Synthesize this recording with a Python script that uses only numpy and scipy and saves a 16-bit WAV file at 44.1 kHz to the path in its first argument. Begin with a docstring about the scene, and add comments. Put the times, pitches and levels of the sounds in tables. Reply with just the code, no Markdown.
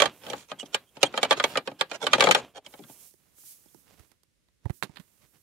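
"""Module wiggled under a dashboard

A hand wiggles a plastic electronic module on its steel bracket, close to a handheld camera, in a dead, carpeted
footwell. Knocks are shaped noise plus ringing modes; scrapes are stick-slip grains; squeaks are narrow resonances.
Then the arm slides away with a soft hiss of filtered noise, and fingers bump and tick on the camera's body,
mostly at its right microphone port: short noise bursts, damped pushes and grainy crackle over a low, steady noise."""
import sys
import numpy as np
from scipy import signal
from scipy.fft import rfft, irfft
from scipy.io import wavfile

SR = 44100
rng = np.random.default_rng(int(sys.argv[2]) if len(sys.argv) > 2 else 0)


def int16_out(signal):
    """Quantize to a 16-bit WAV file."""
    q = np.round(np.clip(np.atleast_2d(signal).T, -1, 1) * 32767)
    wavfile.write(sys.argv[1], SR, q.astype(np.int16))


N = 239286

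# Housing against bracket. Each row: start in seconds, strength in dB, hardness of the contact in dB,
# hollow clack of the shell in dB.
KNOCK_ROWS = [(0.0, -22.5, 2, 0), (0.0185, -16.5, -0.5, -2), (0.0554, -28, 0.5, 1), (0.2644, -47, 2.5, 0.5),
              (0.2988, -41, 6, -11), (0.3314, -38, -3, 4), (0.5148, -40.5, -1.5, 4.5),
              (0.6275, -50, -4.5, -3.5), (0.7441, -26.5, 5.5, -3), (0.9675, -51, -0.5, -3),
              (1.029, -15.5, 1, -8), (1.139, -40.5, -5, 6), (1.1746, -28.5, 0, 2), (1.229, -21.5, 1, -4),
              (1.247, -32.5, -.5, -1), (1.3079, -19, -1.5, -0.5), (1.318, -25.5, -2.5, 2),
              (1.3254, -30, 3, 1), (1.3979, -30.5, .5, 7.5), (1.4384, -21.5, 1, -2),
              (1.5541, -35.5, -7, 10), (1.5715, -25, -.5, -2), (1.673, -35.5, -3, 1), (1.714, -53, -5.5, 0),
              (1.8093, -25, 3, 0.5), (1.9131, -37.5, 1, 0.5), (2.0661, -27, 2.5, 2.5),
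              (2.1314, -19.5, 3.5, 3.5), (2.1808, -33, -5.5, -3.5), (2.1965, -29, -2.5, -3.5),
              (2.2053, -20.5, 4, 1), (2.2218, -23, -3, 2), (2.2386, -20.5, -1, -8), (2.2695, -24, -6, 5.5),
              (2.287, -24, -6, -4), (2.3096, -21, 6.5, 1.5), (2.3195, -34.5, 10, -1.5),
              (2.3469, -19.5, 0.5, -2.5), (2.6621, -52.5, 6.5, -3), (2.7374, -54.5, -0.5, 4),
              (2.7896, -59.5, 0.5, -17.5), (2.8368, -66, 9, 9.5), (2.8962, -61, -2.5, -3)]
# Colour of a usual knock. Each entry: one band's level in dB, bass to treble.
KNOCK_COLOUR_DB = [-14, 0.5, -1.08, 1.2, -8.5]
# Growth with force, hardness and clack. Each row: one of these; columns: bass to treble in dB per dB.
KNOCK_GROWTH_DB_PER_DB = [(.42, 0.81, 1.04, 0.97, .94), (-1.1, -.8, 0.11, .7, 1),
                          (-0.5, -0.094, 1.1, 0.22, -.3)]
USUAL_KNOCK_DB = -30
KNOCK_T60_S = 0.035  # longest ring of the crack
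FIRM_KNOCK_DB, PRESS_DAMPING_DB_PER_DB = -22, 0.35  # the crack shortens above this strength


def knock(start_s, strength_db, hardness_db, clack_db):
    """The housing hits the bracket: the thud grows slower than the crack, a firm press damps the crack."""
    force_db = strength_db - USUAL_KNOCK_DB
    growth_db = np.dot([force_db, hardness_db, clack_db], KNOCK_GROWTH_DB_PER_DB)
    levels_db = USUAL_KNOCK_DB + np.add(KNOCK_COLOUR_DB, growth_db)
    excess_db = max(strength_db - FIRM_KNOCK_DB, 0)
    t60_s = KNOCK_T60_S * amp(-PRESS_DAMPING_DB_PER_DB * excess_db)
    return start_s, blow(levels_db, contact_pan(start_s), t60_s, modes_db=0.5, tail_db=0, snap_db=-11.0,
                         rise_s=0.0013, dull_hz=8900)


# Place of contact as the module rocks. Each row: time in seconds, left-right in dB.
CONTACT_PAN_ROWS = [(.05, -4.5), (.27, 0.5), (1.45, 0), (2.07, -2), (2.22, 6), (2.285, 5.5), (2.31, 5),
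                    (2.39, 5), (2.55, 0.5)]


def contact_pan(time_s):
    """Left-right dB of the place where the housing touches at that moment."""
    return np.interp(time_s, *np.transpose(CONTACT_PAN_ROWS))


# Shading between the ports. Each entry: one band's left-right in dB, bass to treble.
PORT_PAN_DB = [2, -0.5, 0, -5.5, -7]
# Correlation of the noise at the ports. Each entry: one band's likeness from 0 to 1, bass to treble.
PORT_CORRELATION = [1, .88, 0.24, 0.067, 0.077]
# Tail of dashboard and footwell. Each entry: one band's t60 in seconds, bass to treble.
TAIL_T60_S = [0.25, 0.11, 0.1, .13, 0.082]
# Start of that tail relative to the crack, before the blow's own offset. Each entry: one band in dB.
TAIL_START_DB = [-9.5, -12, -5.5, -18.5, -25]
USUAL_BOUNCE_S, BOUNCE_DB = .0026, -7.5  # rebound; its delay varies from half to one and a half


def blow(levels_db, pan_db, t60_s, modes_db, tail_db, snap_db, rise_s, dull_hz):
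    """A contact: a snap with one rebound, a dense crack, the housing's modes and a tail, weighted by band."""
    t = np.arange(SR // 4) / SR
    head = slice(0, round(.012 * SR))  # sets the level
    rise = 1 - np.exp(-(t / rise_s) ** 2)  # the edges take a moment to bite
    ring = housing(t, damping=1.9) * rise
    snap = signal.unit_impulse(len(t), int(np.searchsorted(t, rise_s)))  # then meet squarely
    bounce_s = USUAL_BOUNCE_S * (.5 + rng.random())
    snap[np.searchsorted(t, rise_s + bounce_s)] += amp(BOUNCE_DB)
    out = np.zeros((2, len(t)))
    for k, level_db in enumerate(levels_db):
        tail = amp(TAIL_START_DB[k] + tail_db - 60 * t / TAIL_T60_S[k])
        fade = amp(-60 * t / t60_s) + tail
        noise = pair(len(t), PORT_CORRELATION[k])
        crack = dulled(band(noise * fade * rise, k), dull_hz)
        click = dulled(band(snap, k), dull_hz)
        part = unit(crack) + amp(snap_db) * unit(click) + amp(modes_db) * unit(band(ring, k))
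        part /= part[:, head].std(axis=1, keepdims=True)
        out += amp(level_db) * panned(pan_db + PORT_PAN_DB[k]) * part
    return out


# Modes of housing and bracket. Each row: mean frequency in Hz, median level in dB,
# t60 in seconds at damping 1, left-right in dB.
HOUSING_MODES = [(198, -14, 0.096, 0), (277.7, -0.5, 0.19, -3), (407, -18, 0.092, 5), (525.7, 0, 0.15, 6.5),
                 (574, 8, 0.086, -6.5), (824, -4.5, 0.16, 11), (860, 0.5, 0.088, -2.5),
                 (1206, 2.5, 0.12, -5), (1452, -1, 0.067, -4.5), (1576, -11, 0.18, 13),
                 (2110, -24, 0.056, -6), (2365, 3.5, 0.1, 3), (2740, 9.5, 0.015, -5),
                 (3165, 6, 0.075, -6.5), (3465, 6, 0.03, -14), (3720, -17.5, 0.023, -3),
                 (5415, -5.5, 0.071, -1.5), (6925, -1, 0.061, 3.5), (7450, -3.5, 0.029, 17.5)]


def housing(t, damping):
    """The modes ring, each as strongly as the point of contact happens to move it."""
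    out = np.zeros((2, len(t)))
    for hz, level_db, t60_s, pan_db in HOUSING_MODES:
        strength, detune, skew = rng.standard_normal(3)
        port_skew = np.array([[0], [skew * hz / 1500]])  # high modes reach the ports out of step
        phase = 2 * np.pi * rng.random() + port_skew
        mode_hz = hz * (1 + 0.043 * detune)  # the hand's pressure shifts the pitch
        swing = np.sin(2 * np.pi * mode_hz * t + phase)
        decay = amp(level_db + 4.1 * strength - 60 * t * damping / t60_s)
        out += panned(pan_db) * decay * swing
    return out


SKID_AHEAD_S, SKID_LENGTH_S, USUAL_SKID_DB, SKID_HARDNESS_DB = 0.0074, .02, -54, 2
SKID_DB_PER_FORCE_DB, SKID_DB_PER_HARDNESS_DB = .5, .3


def lead_in(start_s, strength_db, hardness_db, clack_db):
    """Before it strikes, the housing skids briefly along the bracket, harder before a harder knock."""
    skid_db = USUAL_SKID_DB + SKID_DB_PER_FORCE_DB * (strength_db - USUAL_KNOCK_DB)
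    skid_db += SKID_DB_PER_HARDNESS_DB * hardness_db
    return scuff(start_s - SKID_AHEAD_S, SKID_LENGTH_S, skid_db, SKID_HARDNESS_DB)


# Short slips of one surface on another. Each row: centre in seconds, nominal length in seconds,
# strength in dB, hardness in dB.
SCUFF_ROWS = [(0.035, .026, -33.5, -5), (0.24, 0.038, -55.5, -2.5), (0.303, 0.071, -51, -8),
              (0.392, 0.1, -63.5, 11), (0.499, 0.024, -58.5, 4), (0.599, 0.015, -53, 11.5),
              (0.66, 0.013, -66, 13), (1.164, .025, -48.5, -1.5), (1.376, 0.022, -41, -2),
              (1.516, 0.065, -51.5, 0.5), (1.945, 0.029, -44.5, -0.5), (2.031, 0.036, -38, -2.5),
              (2.147, 0.023, -35, -3), (2.265, 0.03, -33, -4), (2.376, 0.043, -40, -3),
              (2.567, 0.036, -50.5, -2.5)]
# Colour of a usual scuff. Each entry: one band's level in dB, bass to treble.
SCUFF_COLOUR_DB = [-12.5, 1.2, -0.2, 1.5, 3.1]
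# Growth with hardness. Each entry: one band in dB per dB, bass to treble.
SCUFF_GROWTH_DB_PER_DB = [-1.2, -1, 0.14, .5, 1]


def scuff(centre_s, length_s, strength_db, hardness_db):
    """A swell of stick-slip grains that shakes the housing."""
    growth_db = np.multiply(hardness_db, SCUFF_GROWTH_DB_PER_DB)
    levels_db = strength_db + np.add(SCUFF_COLOUR_DB, growth_db)
    pan_db = contact_pan(centre_s)
    t = np.arange(round((2 * length_s + 0.052) * SR)) / SR
    swell = np.exp(-2 * ((t - length_s) / length_s * 1.51) ** 2)
    stroke = grains(len(t), per_s=2800, spread_db=5.5) * swell
    ring = housing(t, damping=4.5)
    middle = slice(round(length_s * SR * 3 / 4), round(length_s * SR * 5 / 4))  # sets the level
    out = np.zeros((2, len(t)))
    for k, level_db in enumerate(levels_db):
        noise = pair(len(t), PORT_CORRELATION[k]) * amp(-60 * t / 0.044)
        body = unit(band(noise, k)) + amp(-2) * unit(band(ring, k))
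        part = signal.fftconvolve(stroke[None], body, axes=1)[:, :len(t)]
        out += amp(level_db) * panned(pan_db + PORT_PAN_DB[k]) * part / part[:, middle].std()
    return centre_s - length_s, dulled(out, hz=7800)


# An edge dragging on the bracket. Each row: centre in seconds, half-length to 1/e in seconds,
# gain in dB, pitch as a multiple of the resonances below.
SQUEAK_ROWS = [(0.597, 0.007, -46, 1), (0.61, 0.012, -45, .92), (0.888, 0.016, -72, 1),
               (1.063, 0.011, -40.5, 1), (2.663, 0.0057, -58, 1), (3.687, 0.0033, -68.5, 1.06)]
# Resonances at pitch 1. Each row: frequency in Hz, width of one filter pass in Hz, level in dB.
SQUEAK_RESONANCES = [(3213, 170, 6), (6860, 1490, -4.5), (8200, 1200, -4)]


def squeak(centre_s, half_length_s, gain_db, pitch):
    """A brief drag that sings in the bracket's narrow resonances."""
    t = np.arange(-SR // 10, SR // 10) / SR
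    drag = pair(len(t), 1.0)
    ring = np.zeros_like(drag)
    for hz, width_hz, mode_db in SQUEAK_RESONANCES:
        b, a = signal.iirpeak(hz * pitch, hz / width_hz, SR)
        once = signal.lfilter(b, a, drag)
        ring += amp(mode_db) * unit(signal.lfilter(b, a, once))
    swell = np.exp(-(t / half_length_s) ** 2)
    return centre_s + t[0], amp(gain_db) * panned(-9.5) * ring * swell


# Pushes of the hand that make the parts rub. Each row: start in seconds, length in seconds, level in dB.
RUB_STROKES = [(0.02, 0.06, -42), (.26, 0.12, -50), (.56, 0.26, -60), (1.02, 0.11, -52.5),
               (1.22, 0.1, -46.5), (1.42, 0.12, -47.5), (1.72, .26, -61.5), (2.09, 0.34, -45),
               (2.2, 0.053, -37), (2.66, 0.38, -65)]
# Spectrum of the rub. Each row: frequency in Hz, relative level in dB.
RUB_SPECTRUM = [(30, -28), (70, -7), (150, 1.5), (300, 0), (550, -1), (1100, -6), (1900, -12), (2400, -8),
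                (3200, -8), (4700, -21), (7000, -23), (12000, -42)]


def rubbing():
    """Low, grainy friction of the hand and the parts between the knocks."""
    friction = pair(N, 0.95) + amp(-3.5) * grains(N, per_s=660, spread_db=6.0)
    gain = strokes(RUB_STROKES, rise_s=0.049, fade_s=0.037)
    return gain * panned(-2) * coloured(friction, RUB_SPECTRUM)


# Strokes of skin and cloth. Each row: start in seconds, length in seconds, level in dB.
SLIDE_STROKES = [(0.0, 2.5, -69), (.14, 0.26, -59.5), (.26, 0.028, -55), (.66, 0.13, -66),
                 (1.46, 0.048, -51), (2.69, 0.3, -58), (2.9, 0.037, -51), (3.0, 0.076, -51),
                 (3.15, 0.198, -70), (3.385, 0.04, -53), (3.46, 0.059, -47), (3.56, 0.24, -61),
                 (3.8, .28, -66.5), (4.745, 0.034, -57), (4.98, 0.48, -67)]
# Spectrum of the slide. Each row: frequency in Hz, relative level in dB.
SLIDE_SPECTRUM = [(900, -33), (2300, -18), (4200, -14), (6000, -8), (9000, -5.5), (11700, -4), (13500, -5),
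                  (15500, -8)]
# Place of the slide. Each row: time in seconds, left-right in dB.
SLIDE_PAN_ROWS = [(0, -10.5), (2.599, -7), (2.95, -10.5), (3.55, -4.5), (4.3, -21), (4.75, -17),
                  (5.43, -11)]


def sliding():
    """Fine, smooth hiss of skin and cloth sliding close to the microphone."""
    pan_db = np.interp(np.arange(N) / SR, *np.transpose(SLIDE_PAN_ROWS))
    gain = strokes(SLIDE_STROKES, rise_s=.022, fade_s=.04)
    return gain * panned(pan_db) * coloured(pair(N, .15), SLIDE_SPECTRUM)


# Fingers on the camera's body. Each row: start in seconds, strength in dB, hardness in dB, clack in dB,
# t60 of the crack in seconds.
TICK_ROWS = [(3.1093, -74, 7, -9.5, .012), (3.138, -70, -4, -8, 0.019), (3.382, -74.5, -2, 6, 0.019),
             (3.435, -73, -4, 3, .02), (3.6577, -72, -9, -11, 0.022), (3.7448, -63, -6.5, -7.5, 0.014),
             (3.9947, -63.5, 2, -1.5, 0.024), (4.1161, -67, 4.5, -2, 0.019), (4.233, -73, 5.5, -5, 0.024),
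             (4.485, -79.5, 1, 5, 0.016), (4.655, -53.5, -12.5, 3, 0.025), (4.696, -50.5, -8, 3, 0.026),
             (4.7038, -54, 0, 3, .02), (4.825, -43, 7, 4.5, 0.021), (4.8324, -39.5, 3, 2, 0.065),
             (4.8938, -67.5, -7, -1, 0.025), (4.9587, -61.5, 7.5, 5.5, 0.082),
             (4.9695, -56.5, 4, 9.5, 0.025), (4.983, -69, 5, 9, 0.015), (4.998, -60, 4.5, 1.5, 0.087)]
# Colour of a usual touch. Each entry: one band's level in dB, bass to treble.
TICK_COLOUR_DB = [2.5, 0, 0, -3, -1]
# Growth with hardness and clack. Each row: one of these; columns: bass to treble in dB per dB.
TICK_GROWTH_DB_PER_DB = [(-0.92, -0.85, 0.037, 0.88, 0.55), (-0.12, 0.18, 0.79, 0.97, -0.85)]
USUAL_TICK_PAN_DB, TICK_PAN_DB_PER_HARDNESS_DB = -21, 0.95


def camera_tick(start_s, strength_db, hardness_db, clack_db, t60_s):
    """A finger meets the camera's body; the softer the touch, the more it stays in the right port."""
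    growth_db = np.dot([hardness_db, clack_db], TICK_GROWTH_DB_PER_DB)
    levels_db = strength_db + np.add(TICK_COLOUR_DB, growth_db)
    pan_db = USUAL_TICK_PAN_DB + TICK_PAN_DB_PER_HARDNESS_DB * hardness_db
    return start_s, blow(levels_db, pan_db, t60_s, modes_db=-40, tail_db=-15.0, snap_db=-2.5,
                         rise_s=0.00056, dull_hz=13570)


# Soft fingertips and a hard nail landing at the right port. Each row: crest time in seconds,
# peak in dB, frequency in Hz, half-length to 1/e in seconds.
THUMP_ROWS = [(4.003, -41, 75, 0.0064), (4.661, -13.5, 100, 0.0036), (4.705, -13.5, 115, 0.0025),
              (4.8265, -6.5, 1470, 0.00023), (4.898, -31, 171, 0.0016), (5.001, -33.5, 178, 0.0046)]


def thump(crest_s, peak_db, hz, half_length_s):
    """A push on the camera's body with a sharp crest, nearly all in the right port."""
    t = np.arange(-SR // 25, SR // 25) / SR
    push = -np.cos(2 * np.pi * hz * t) * np.exp(-abs(t) / half_length_s)
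    return crest_s + t[0], amp(peak_db) * amp([[-32], [0]]) * push


# Fingers shifting their grip. Each row: start in seconds, length in seconds, gain in dB.
GRIP_STROKES = [(3.2, 0.68, -71), (3.88, 0.055, -60), (3.98, 0.052, -62), (4.1, 0.022, -69),
                (4.65, .06, -66), (4.83, .12, -64), (5.0, 0.19, -72.5), (5.22, 0.022, -61.5),
                (5.34, 0.023, -64.5)]
# Spectrum of the grip. Each row: frequency in Hz, relative level in dB.
GRIP_SPECTRUM = [(40, -6.5), (130, 3.5), (300, -0.5), (800, -7.5), (2500, -10.5), (6000, -15),
                 (15000, -26.5)]


def gripping():
    """Faint crackle of skin slipping on the camera's body."""
    slips = grains(N, per_s=1200, spread_db=5.5) + amp(2.5) * pair(N, 0.16)
    gain = strokes(GRIP_STROKES, rise_s=0.018, fade_s=0.028)
    return gain * panned(-10.0) * coloured(slips, GRIP_SPECTRUM)


# Spectrum of the background. 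Each row: frequency in Hz, relative density in dB.
QUIET_SPECTRUM = [(15, -44), (25, -19.5), (37, -12.5), (59, -3.5), (82, -10), (599, -25.5), (667, -32.5),
                  (973, -33.5), (1960, -28.5), (10100, -33), (15600, -44)]
QUIET_DB = -73


def quiet_background():
    """Steady noise, mostly low, under everything."""
    return amp(QUIET_DB) * panned(-2.5) * coloured(pair(N, .1), QUIET_SPECTRUM)


def strokes(rows, rise_s, fade_s):
    """Gain at every sample: each stroke swells, holds and dies away; overlapping powers add."""
    t = np.arange(N) / SR
    power = np.zeros(N)
    for start_s, length_s, level_db in rows:
        early_s = np.maximum(start_s - t, 0)
        late_s = np.maximum(t - start_s - length_s, 0)
        power += (amp(level_db) * np.exp(-early_s / rise_s - late_s / fade_s)) ** 2
    return np.sqrt(power)


def grains(size, per_s, spread_db):
    """Tiny slips at random moments, a few much larger than the rest, at rms 1."""
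    sizes = amp(spread_db * np.minimum(rng.exponential(1, size), 4)) * rng.choice([-1, 1], size)
    return unit(sizes * (rng.random(size) < per_s / SR))


def pair(size, likeness):
    """White noise at two microphone ports, partly the same."""
    left, other = rng.standard_normal((2, size))
    c = np.clip(likeness, -1, 1)
    return np.array([left, c * left + np.sqrt(1 - c ** 2) * other])


# Limits of the five bands: bass, low-mid, mid, presence, treble. Each entry: one edge in Hz.
BAND_EDGES_HZ = [120, 380, 900, 2000, 4500, 15000]


def band(x, index):
    """One of the five bands, filtered causally."""
    sos = signal.butter(5, BAND_EDGES_HZ[index:index + 2], "bandpass", fs=SR, output="sos")
    return signal.sosfilt(sos, x)


def coloured(x, points):
    """Gives a long noise the spectrum (Hz, dB), at rms 1."""
    hz, db = np.transpose(points)
    bins_hz = np.fft.rfftfreq(N, 1 / SR)
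    gain = amp(np.interp(np.log(bins_hz + 1), np.log(hz), db))
    return unit(irfft(rfft(x) * gain, N))


def dulled(x, hz):
    """Plastic yields a little, so its contacts carry few of the highest frequencies."""
    return signal.sosfilt(signal.butter(3, min(hz, SR / 2 - 100), fs=SR, output="sos"), x)


def panned(pan_db):
    """Left and right gains of constant power."""
    gains = amp(np.array([pan_db, -pan_db]).reshape(2, -1) / 2)
    return gains / np.sqrt(np.mean(gains ** 2, axis=0))


def amp(db):
    """Amplitude ratio of a level in dB."""
    return 10 ** (np.asarray(db) / 20)


def unit(x):
    """Scales a sound to rms 1."""
    return x / np.sqrt(np.mean(x ** 2) + 1e-20)


def add(mix, start_s, sound):
    """Lays a stereo sound into the mix, no earlier than its beginning."""
    part = mix[:, max(round(start_s * SR), 0):][:, :sound.shape[1]]
    part += sound[:, :part.shape[1]]


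def scene():
    """Sums the continuous layers and every single contact."""
    mix = rubbing() + sliding() + gripping() + quiet_background()
    for source, rows in ((knock, KNOCK_ROWS), (lead_in, KNOCK_ROWS), (scuff, SCUFF_ROWS),
                         (squeak, SQUEAK_ROWS), (camera_tick, TICK_ROWS), (thump, THUMP_ROWS)):
        for row in rows:
            add(mix, *source(*row))
    return mix


LOW_CUT_HZ, HIGH_CUT_HZ = 52, 15800


def record(dry):
    """The microphone drops the deepest bass and rounds off the highest peaks; then the band limit."""
    low_cut = signal.butter(2, LOW_CUT_HZ, "highpass", fs=SR, output="sos")
    x = signal.sosfilt(low_cut, dry)
    rounded = x / (1 + x ** 6) ** (1 / 6)
    band_limit = signal.firwin(401, HIGH_CUT_HZ, window=("kaiser", 9), fs=SR)
    return signal.oaconvolve(rounded, band_limit[None], "same")


dry = scene()
out = record(dry)
int16_out(out)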